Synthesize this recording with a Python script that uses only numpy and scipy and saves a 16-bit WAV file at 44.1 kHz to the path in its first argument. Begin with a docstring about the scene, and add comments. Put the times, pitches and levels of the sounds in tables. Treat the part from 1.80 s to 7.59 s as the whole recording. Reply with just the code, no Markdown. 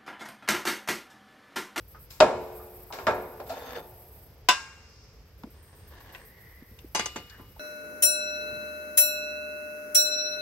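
"""An insect ticks in the reeds over the low rumble of a lake shore, and water laps at the dock.
A steel pipe is knocked against a metal boat lift: two dull blows and a scrape on the frame, one bright
clank of the pipe, a soft slide, then a rattle as it is set upright against the lift's fittings.
Twice the insect's ticks lead into a buzz. Heard from the bank, on a camera with two closely spaced
microphones; the lift is left of centre."""
import sys
import numpy as np
from scipy import signal
from scipy.fft import rfft, irfft, next_fast_len
from scipy.io import wavfile

SR = 44100
rng = np.random.default_rng(int(sys.argv[2]) if len(sys.argv) > 2 else 0)


def bounce(signal):
    """Save signal as a 16-bit WAV file at the path given by the first command-line argument."""
    frames = np.transpose(np.atleast_2d(signal))
    limited = np.clip(frames, -1, 1)
    pcm = np.round(limited * 32767).astype(np.int16)
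    wavfile.write(sys.argv[1], SR, pcm)


N = 255558
T = np.arange(N) / SR
SIZE = next_fast_len(N)
FREQS = np.maximum(np.arange(SIZE // 2 + 1) * SR / SIZE, 1)
BANDS_HZ = 45 * 2 ** (np.arange(18) / 2)


def undb(db):
    """Decibels to gain."""
    return 10 ** (np.asarray(db) / 20)


def across(table, hz, column=1):
    """One column of a frequency table, read on a log axis."""
    table = np.array(table, float)
    return np.interp(np.log(hz), np.log(table[:, 0]), table[:, column])


def walk(rate):
    """Smooth random wander with a spread near 1."""
    points = rng.standard_normal(N // 40)
    return np.interp(T * rate, np.arange(len(points)), points)


def noise(gain, alike_hz=1567):
    """Unit stereo noise with the given spectrum; the two microphones hear nearly the same bass."""
    mid, side = rng.standard_normal((2, len(FREQS), 2)) @ np.array([1, 1j])
    alike = .97 / (1 + (FREQS / alike_hz) ** 2)
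    mid, side = mid * np.sqrt(1 + alike), side * np.sqrt(1 - alike)
    stereo = irfft(np.array([mid + side, mid - side]) * gain, SIZE)[:, :N]
    return stereo / stereo.std()


def add(out, s, sound):
    """Mix a sound in at time s."""
    i = max(int(s * SR), 0)
    out[:, i:i + sound.shape[-1]] += sound[..., :N - i]


def efforts(rows, attack_s, release_s, growth_db_per_s):
    """Gain over time: each effort builds up, holds with a steady trend, then dies away."""
    power = 0
    for s, length, db in rows:
        held = undb(db + growth_db_per_s * np.clip(T - s, 0, length))
        attack = np.clip((T - s) / attack_s, 0, 1)
        release = np.exp(-np.maximum(T - s - length, 0) / release_s)
        power = power + (held * attack * release) ** 2
    return np.sqrt(power)


# The background at the bank. Each row: frequency in Hz, relative level in dB.
SHORE_COLOUR = [(15, -49), (25, -16), (59, 6), (110, -1), (229, -15), (362, -16), (412, -13), (444, -10),
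                (685, -22), (1260, -24.5), (2330, -26), (4180, -31.5), (4990, -25.5), (10200, -50.5),
                (11000, -41.5), (14300, -67.5), (22000, -120)]
def shore(level_db=-53):
    """Low distant rumble and light air over the lake."""
    return noise(undb(across(SHORE_COLOUR, FREQS))) * undb(level_db + 1.1 * walk(20))


# Ticks from the reeds. Each row: start in seconds, length in seconds, ticks per second,
# first level in dB, growth in dB per second.
TICK_RUNS = [(-.033, .39, 9, -52, 10), (3.326, 1.18, 8.03, -62.5, 12)]
def ticking(attack_s=.0028, fade_s=.065):
    """Gain over time of the insect's ticks: evenly spaced wing flicks, each louder than the last."""
    gain = np.zeros(N)
    for s, length, rate, db, growth_db in TICK_RUNS:
        for after in np.arange(0, length, 1 / rate):
            age = np.maximum(T - s - after, 0)
            gain += undb(db + growth_db * after) * (1 - np.exp(-age / attack_s)) * np.exp(-age / fade_s)
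    return gain


# The long buzz after each run. Each row: start in seconds, length in seconds, level in dB.
BUZZES = [(.52, 1.9, -49.5), (4.35, 1.5, -57)]
# The rasp of the wings. Each row: frequency in Hz, relative level in dB.
INSECT_COLOUR = [(6000, -46), (8500, -20), (10500, -33.5), (11600, -8), (12400, -10), (13700, -17),
                 (15500, -15), (17000, -12.5)]
def insects(stroke_hz=28, throb_db=1.5, flutter_db=2.4, chorus_db=-72):
    """Wing strokes rasp high in the treble: one insect ticks and buzzes over a far-off chorus."""
    strokes = np.sin(2 * np.pi * np.cumsum(stroke_hz * (1 + .04 * walk(4.5))) / SR)
    buzz = efforts(BUZZES, attack_s=.27, release_s=.1235, growth_db_per_s=-1.3) * undb(throb_db * strokes)
    song = np.sqrt(buzz ** 2 + ticking() ** 2 + undb(chorus_db) ** 2)
    return noise(undb(across(INSECT_COLOUR, FREQS))) * song * undb(flutter_db * walk(60))


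# Water at the dock. Each row: start in seconds, bubble pitch in Hz, level in dB, t60 in seconds.
LAPS = [(0.145, 1196, -44, 0.15), (0.798, 1166, -47.5, 0.13), (1.103, 927, -34, 0.076),
        (3.64, 224, -32, 0.045), (3.67, 325, -41, 0.06), (4.823, 224, -35, 0.026),
        (4.913, 220.6, -41.5, 0.04), (5.044, 305, -36.5, 0.043), (5.762, 880, -44.5, 0.05)]
def water(splash_db=-2):
    """Each lap is a short bubble whose note rises a little, inside a small splash."""
    out, t = np.zeros((2, N)), T[:N // 25]
    for s, hz, db, t60 in LAPS:
        bubble = np.sin(2 * np.pi * hz * t * (1 + t))
        splash = noise(1 / (1 + np.log2(FREQS / hz) ** 2) ** 4)[:, :len(t)]
        fade = (1 - np.exp(-t / .0019)) * np.exp(-np.log(1000) * t / t60)
        add(out, s, undb(db) * fade * (bubble + undb(splash_db) * splash))
    return out


def crowded_modes(hz):
    """One band of closely spaced metal modes; toward the treble some stand well above the rest."""
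    mode_index = (90 * np.log(1 + FREQS / 1200)).astype(int)
    strength_db = min(hz / 250, 5) * rng.standard_normal(N // 200)
    window = np.sqrt(np.maximum(1 - 2 * abs(np.log2(FREQS / hz)), 0))
    return noise(window * undb(strength_db[mode_index]))


def blows(hits, modes, body, bands, chatter_db, fade_power, modes_db):
    """Each blow on metal rings a few clear modes over a dense crowd of others."""
    out, t = np.zeros((2, N)), T[:N // 4]
    for s, db, rise, tilt_db, ring_factor, spot_hz, spot_db in hits:
        def colour(hz):
            """A harder contact is brighter, and each striking spot favours its own band."""
            return tilt_db * np.log2(hz / 1000) + spot_db * np.exp(-(2 * np.log2(hz / spot_hz)) ** 2)
        start = rng.integers(N - len(t))
        # the surfaces chatter for some milliseconds before they part
        chatter = undb(chatter_db * walk(900)[:len(t)] * np.exp(-t / .037))
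        crowd = 0
        for hz, band in zip(BANDS_HZ, bands):
            # bending waves are faster in the treble, so the bass builds up later
            attack = 1 - np.exp(-t / (rise * np.sqrt(1000 / hz)))
            # many decay rates together: a quick drop, then a lingering tail
            fade = (1 + t / (ring_factor * across(body, hz, column=2))) ** -fade_power
            gain = undb(across(body, hz) + colour(hz))
            crowd = crowd + band[:, start:start + len(t)] * attack * fade * gain
        ring = 0
        for hz, mode_db, t60 in modes:
            # higher modes reach the two microphones further out of step
            phase = 2 * np.pi * rng.random() + (2 * rng.random((2, 1)) - 1) * min(hz / 1000, np.pi / 2)
            fade = np.exp(-np.log(1000) * t / (t60 * ring_factor))
            gain = np.sqrt(2) * undb(mode_db + modes_db + colour(hz))
            ring = ring + gain * fade * np.sin(2 * np.pi * hz * t + phase)
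        add(out, s, undb(db) * (crowd * chatter + ring * (1 - np.exp(-t / rise))))
    return out


# Blows on the lift's frame. Each row: start in seconds, level in dB, rise in seconds, brightness
# in dB per octave, ring length as a factor, favoured band in Hz, its boost in dB.
FRAME_HITS = [(.304, -44.5, 0.0017, 8.5, 3.7, 7000, 2.5), (.402, 2, 0.0044, 0.5, 0.98, 4800, 0.5),
              (1.124, -23.5, 0.00069, 2.5, 2, 5300, 4.5), (1.186, -23.5, 0.0012, 0, 1.14, 1210, 2),
              (1.268, -5, 0.0015, -0.55, 1.04, 1497, 7.5), (1.599, -23.5, 0.0017, 0.5, 0.45, 611, 10),
              (1.665, -35.5, 0.0035, 4.5, 0.59, 650, 9.5), (1.692, -29, 0.0035, 4, 2.7, 723, 12.5),
              (1.955, -22.5, 0.013, -2.5, 0.87, 605, -2.5), (3.635, -23, 0.00097, 0, 0.12, 252, 7)]
# Its clear modes. Each row: frequency in Hz, relative level in dB, base t60 in seconds.
FRAME_MODES = [(260, -40, .4), (366, -31, .6), (360, -42, 2.3), (421, -33, .4), (440, -37, 1.6),
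               (483, -45, 1.2), (520, -35, .7), (544, -39, .9), (575, -43, 1.1), (598, -29, .45),
               (642, -36, .9), (715, -31, .35), (755, -35, .55), (785, -41, .8), (878, -33, .6),
               (904, -24, .22), (943, -33, .6), (991, -39, .8), (1055, -33, .4), (1123, -36, .35),
               (1184, -40, .4), (1328, -29, .28), (1400, -41, .34), (1642, -32, .3), (1803, -39, .22),
               (2172, -42, .3)]
# Its crowd of modes. Each row: frequency in Hz, relative level in dB, base fading time in seconds.
FRAME_BODY = [(50, -45, .06), (132.4, -37, .08), (287.2, -29, 0.053), (640, -19.5, 0.071),
              (1031, -23.5, 0.047), (2140, -29, 0.039), (4550, -28.5, 0.022), (7900, -41.5, 0.045),
              (15000, -57, 0.034)]
def frame_knocks(bands):
    """The pipe strikes the frame, which answers with a dull, lingering ring."""
    return blows(FRAME_HITS, FRAME_MODES, FRAME_BODY, bands, chatter_db=4, fade_power=1.975, modes_db=-.5)


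# The pipe landing on the frame. Each row: start in seconds, slip rate in Hz, length in seconds,
# level in dB.
JUDDERS = [(.404, 618, .043, -13.5), (1.271, 640, .022, -25), (1.70, 660, .035, -36)]
def judder(overtone_db=-20):
    """Steel sticks and slips on the frame: a short rough honk that stops when the pipe comes to rest."""
    out, t = np.zeros((2, N)), T[:N // 40]
    for s, hz, length, db in JUDDERS:
        phase = 2 * np.pi * np.cumsum(hz * (1 + .025 * walk(300)[:len(t)])) / SR
        honk = np.sin(phase) + undb(overtone_db) * np.sin(2 * phase)
        grip = (1 - np.exp(-t / .0015)) * np.exp(-(t / length) ** 8)
        roughness_db = 2.5 * walk(300)[:len(t)]
        add(out, s, np.sqrt(2) * grip * undb(db + roughness_db) * honk)
    return out


def scrape(push, colour, rings, grain_db, uneven_db=2.2):
    """Dense little catches of metal on metal, in uneven pushes, sounding the pipe's resonances."""
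    boost_db = sum(db / (1 + (2 * (FREQS - hz) / width) ** 2) for hz, width, db in rings)
    friction = noise(undb(across(colour, FREQS) + boost_db))
    return friction * push * undb(grain_db * walk(500) + uneven_db * walk(50))


# The drag along the frame. Each row: start in seconds, length in seconds, starting level in dB.
DRAGS = [(1.675, 0.29, -46.5)]
# Its colour. Each row: frequency in Hz, relative level in dB.
DRAG_COLOUR = [(120, -42.5), (200, -34), (264, 4), (332, -43), (484, 8.5), (517, -5), (1270, -10.5),
               (1380, -10), (2450, -16.5), (3620, -21), (4060, -25), (6320, -28.5), (10000, -41),
               (13000, -48), (22000, -120)]
# Its resonances. Each row: frequency in Hz, width in Hz, boost in dB.
DRAG_RINGS = [(510, 59, 1), (1740, 120, 8), (3570, 52, 18.5), (4530, 140, 14.5), (5160, 120, 9),
              (6350, 89, 16)]
def pipe_drag():
    """The pipe drags along the frame in one push, leaning harder as it goes."""
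    push = efforts(DRAGS, attack_s=.063, release_s=.041, growth_db_per_s=17)
    return scrape(push, DRAG_COLOUR, DRAG_RINGS, grain_db=3.5)


# Blows that ring the pipe, its clear modes and its crowd of modes. Rows read as for the frame.
PIPE_HITS = [(2.6865, 2, 0.0019, -2, 0.86, 3023, 0.54), (4.348, -35, 0.00072, -3.5, 0.55, 2100, 20),
             (4.988, -42.5, 0.0018, 1.5, 0.27, 2700, 8.6)]
PIPE_MODES = [(728, -22, .09), (1008, -14.5, .15), (1071, -39, .6), (1150, -29, .22), (1365, -33, .22),
              (1487, -49, .8), (1524, -18, .13), (1611, -33, .62), (1937, -27, .15), (2040, -28, .15),
              (2118, -48, .6), (2690, -24, .24), (2764, -29, .25), (2774, -48, 1.25), (2760, -51, 1.25),
              (2852, -24, .21), (2904, -29, .25), (2958, -27, .12), (3030, -32, .22), (3392, -32, .15),
              (3560, -22, .17), (3553, -53, .8), (4463, -33, .17), (4636, -34, .15), (5375, -35, .32),
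              (6245, -42, .35), (8037, -42, .16), (11660, -39, .12)]
PIPE_BODY = [(100.6, -61.5, 0.0326), (275, -41, 0.035), (420, -27, 0.012), (705, -26, .02),
             (1094, -29.5, 0.06), (2157, -29, 0.067), (2930, -10, 0.0148), (4100, -18.5, 0.029),
             (5760, -14.5, 0.033), (8350, -24, 0.035), (12070, -15.5, 0.0072), (16000, -46.5, 0.028)]
def pipe_clank(bands):
    """The steel pipe itself rings: one bright clank, later two faint taps."""
    return blows(PIPE_HITS, PIPE_MODES, PIPE_BODY, bands, chatter_db=1.6, fade_power=2.2, modes_db=0)


# Faint hisses on both microphones. Each row: middle in seconds, spread in seconds, frequency in Hz,
# width in Hz, level in dB.
HISSES = [(3.176, 0.29, 5270, 1390, -60.5), (3.92, 0.28, 8740, 1202, -65), (4.417, 0.12, 8670, 986, -65),
          (4.637, 0.41, 1970, 290, -58.5), (5.545, 0.084, 1666, 497, -55.5)]
def hisses():
    """Narrow soft hisses that swell and fade."""
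    out = np.zeros((2, N))
    for s, spread, hz, width, db in HISSES:
        swell = np.exp(-2 * ((T - s) / spread) ** 2)
        out += noise(1 / (1 + (2 * (FREQS - hz) / width) ** 2)) * undb(db) * swell
    return out


# The slide's pushes, colour and resonances. Rows read as for the drag.
SLIDES = [(3.71, 1.11, -63), (4.08, 0.33, -54.5), (4.28, .1, -55.5), (5.49, 0.089, -59)]
SLIDE_COLOUR = [(180, -12.5), (300, -5.5), (1110, -9.5), (1320, -15.5), (1770, -6), (2780, -25),
                (3060, -16), (8000, -28.5), (10400, -33), (17600, -120)]
SLIDE_RINGS = [(960, 160, 3.5), (1115, 36, 7), (1714, 250, 1.5), (2810, 110, 15)]
def pipe_slide():
    """The pipe slides into place in gentler pushes."""
    push = efforts(SLIDES, attack_s=.054, release_s=.059, growth_db_per_s=-2)
    return scrape(push, SLIDE_COLOUR, SLIDE_RINGS, grain_db=2.8)


# Blows on the lift's fittings, their clear modes and their crowd of modes. 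Rows read as for the frame.
FITTING_HITS = [(5.148, -0.5, 0.0014, 2.5, 0.87, 890, 5.9), (5.1935, 2.5, 0.0019, 1.5, 0.29, 1760, 6),
                (5.258, -6, 0.00057, 2.5, 0.25, 5900, 5.1), (5.359, -4, 0.0013, -1, 0.43, 6160, 0.54),
                (5.497, -20, 0.0028, 1.5, 0.14, 4630, 10.5), (5.592, -20.5, 0.014, -8.5, 0.4, 1175, 15.5)]
FITTING_MODES = [(195, -49, .3), (390, -45, .3), (867, -37, .25), (977, -42, .2), (1021, -43, .4),
                 (1157, -46, .35), (1197, -52, .9), (1546, -44, .2), (1608, -45, .25), (2028, -43, .35),
                 (2122, -52, .8), (2852, -44, .45), (2869, -45, .4), (2905, -50, 1.5), (3370, -46, .3),
                 (3553, -52, .7), (4506, -44, .35), (4775, -49, .5), (5028, -48, .3), (6185, -36, .1),
                 (6247, -35, .17), (7230, -48, .25), (8070, -52, .3), (8656, -47, .2)]
FITTING_BODY = [(99, -49, 0.059), (280, -36, 0.056), (570, -29.5, 0.037), (1000, -36.5, 0.037),
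                (2010, -35, 0.07), (4400, -41, 0.083), (8100, -39, 0.044), (11800, -46, 0.011),
                (16000, -61.5, 0.022)]
def fittings_rattle(bands):
    """Set upright, the pipe knocks against the fittings in a quick run of blows."""
    return blows(FITTING_HITS, FITTING_MODES, FITTING_BODY, bands,
                 chatter_db=2.3, fade_power=2.2, modes_db=1)


# The lift as heard from the bank. Each row: frequency in Hz, left microphone minus right in dB.
LEFT_LEAD = [(60, 2), (1300, -0.5), (2400, 0.5), (4400, 7), (8000, -1), (15000, 2)]
def from_left(sound, lead_s=.00004):
    """The left microphone is slightly nearer the work: it gets it first, with more upper midrange."""
    lean = undb(across(LEFT_LEAD, FREQS) / 2) * np.exp(1j * np.pi * FREQS * lead_s)
    return irfft(rfft(sound, SIZE) * np.array([lean, 1 / lean]), SIZE)[:, :N]


def scene():
    """The work at the boat lift, left of centre, with the lakeside all around."""
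    bands = [crowded_modes(hz) for hz in BANDS_HZ]
    knocks = frame_knocks(bands) + pipe_clank(bands) + fittings_rattle(bands)
    friction = pipe_drag() + pipe_slide() + judder()
    return from_left(knocks + friction) + water() + hisses() + insects() + shore()


def record(dry):
    """The camera on the bank cuts the treble above 15750 Hz."""
    return signal.sosfilt(signal.ellip(10, .2, 80, 15750, fs=SR, output="sos"), dry)


dry = scene()
out = record(dry)
bounce(out)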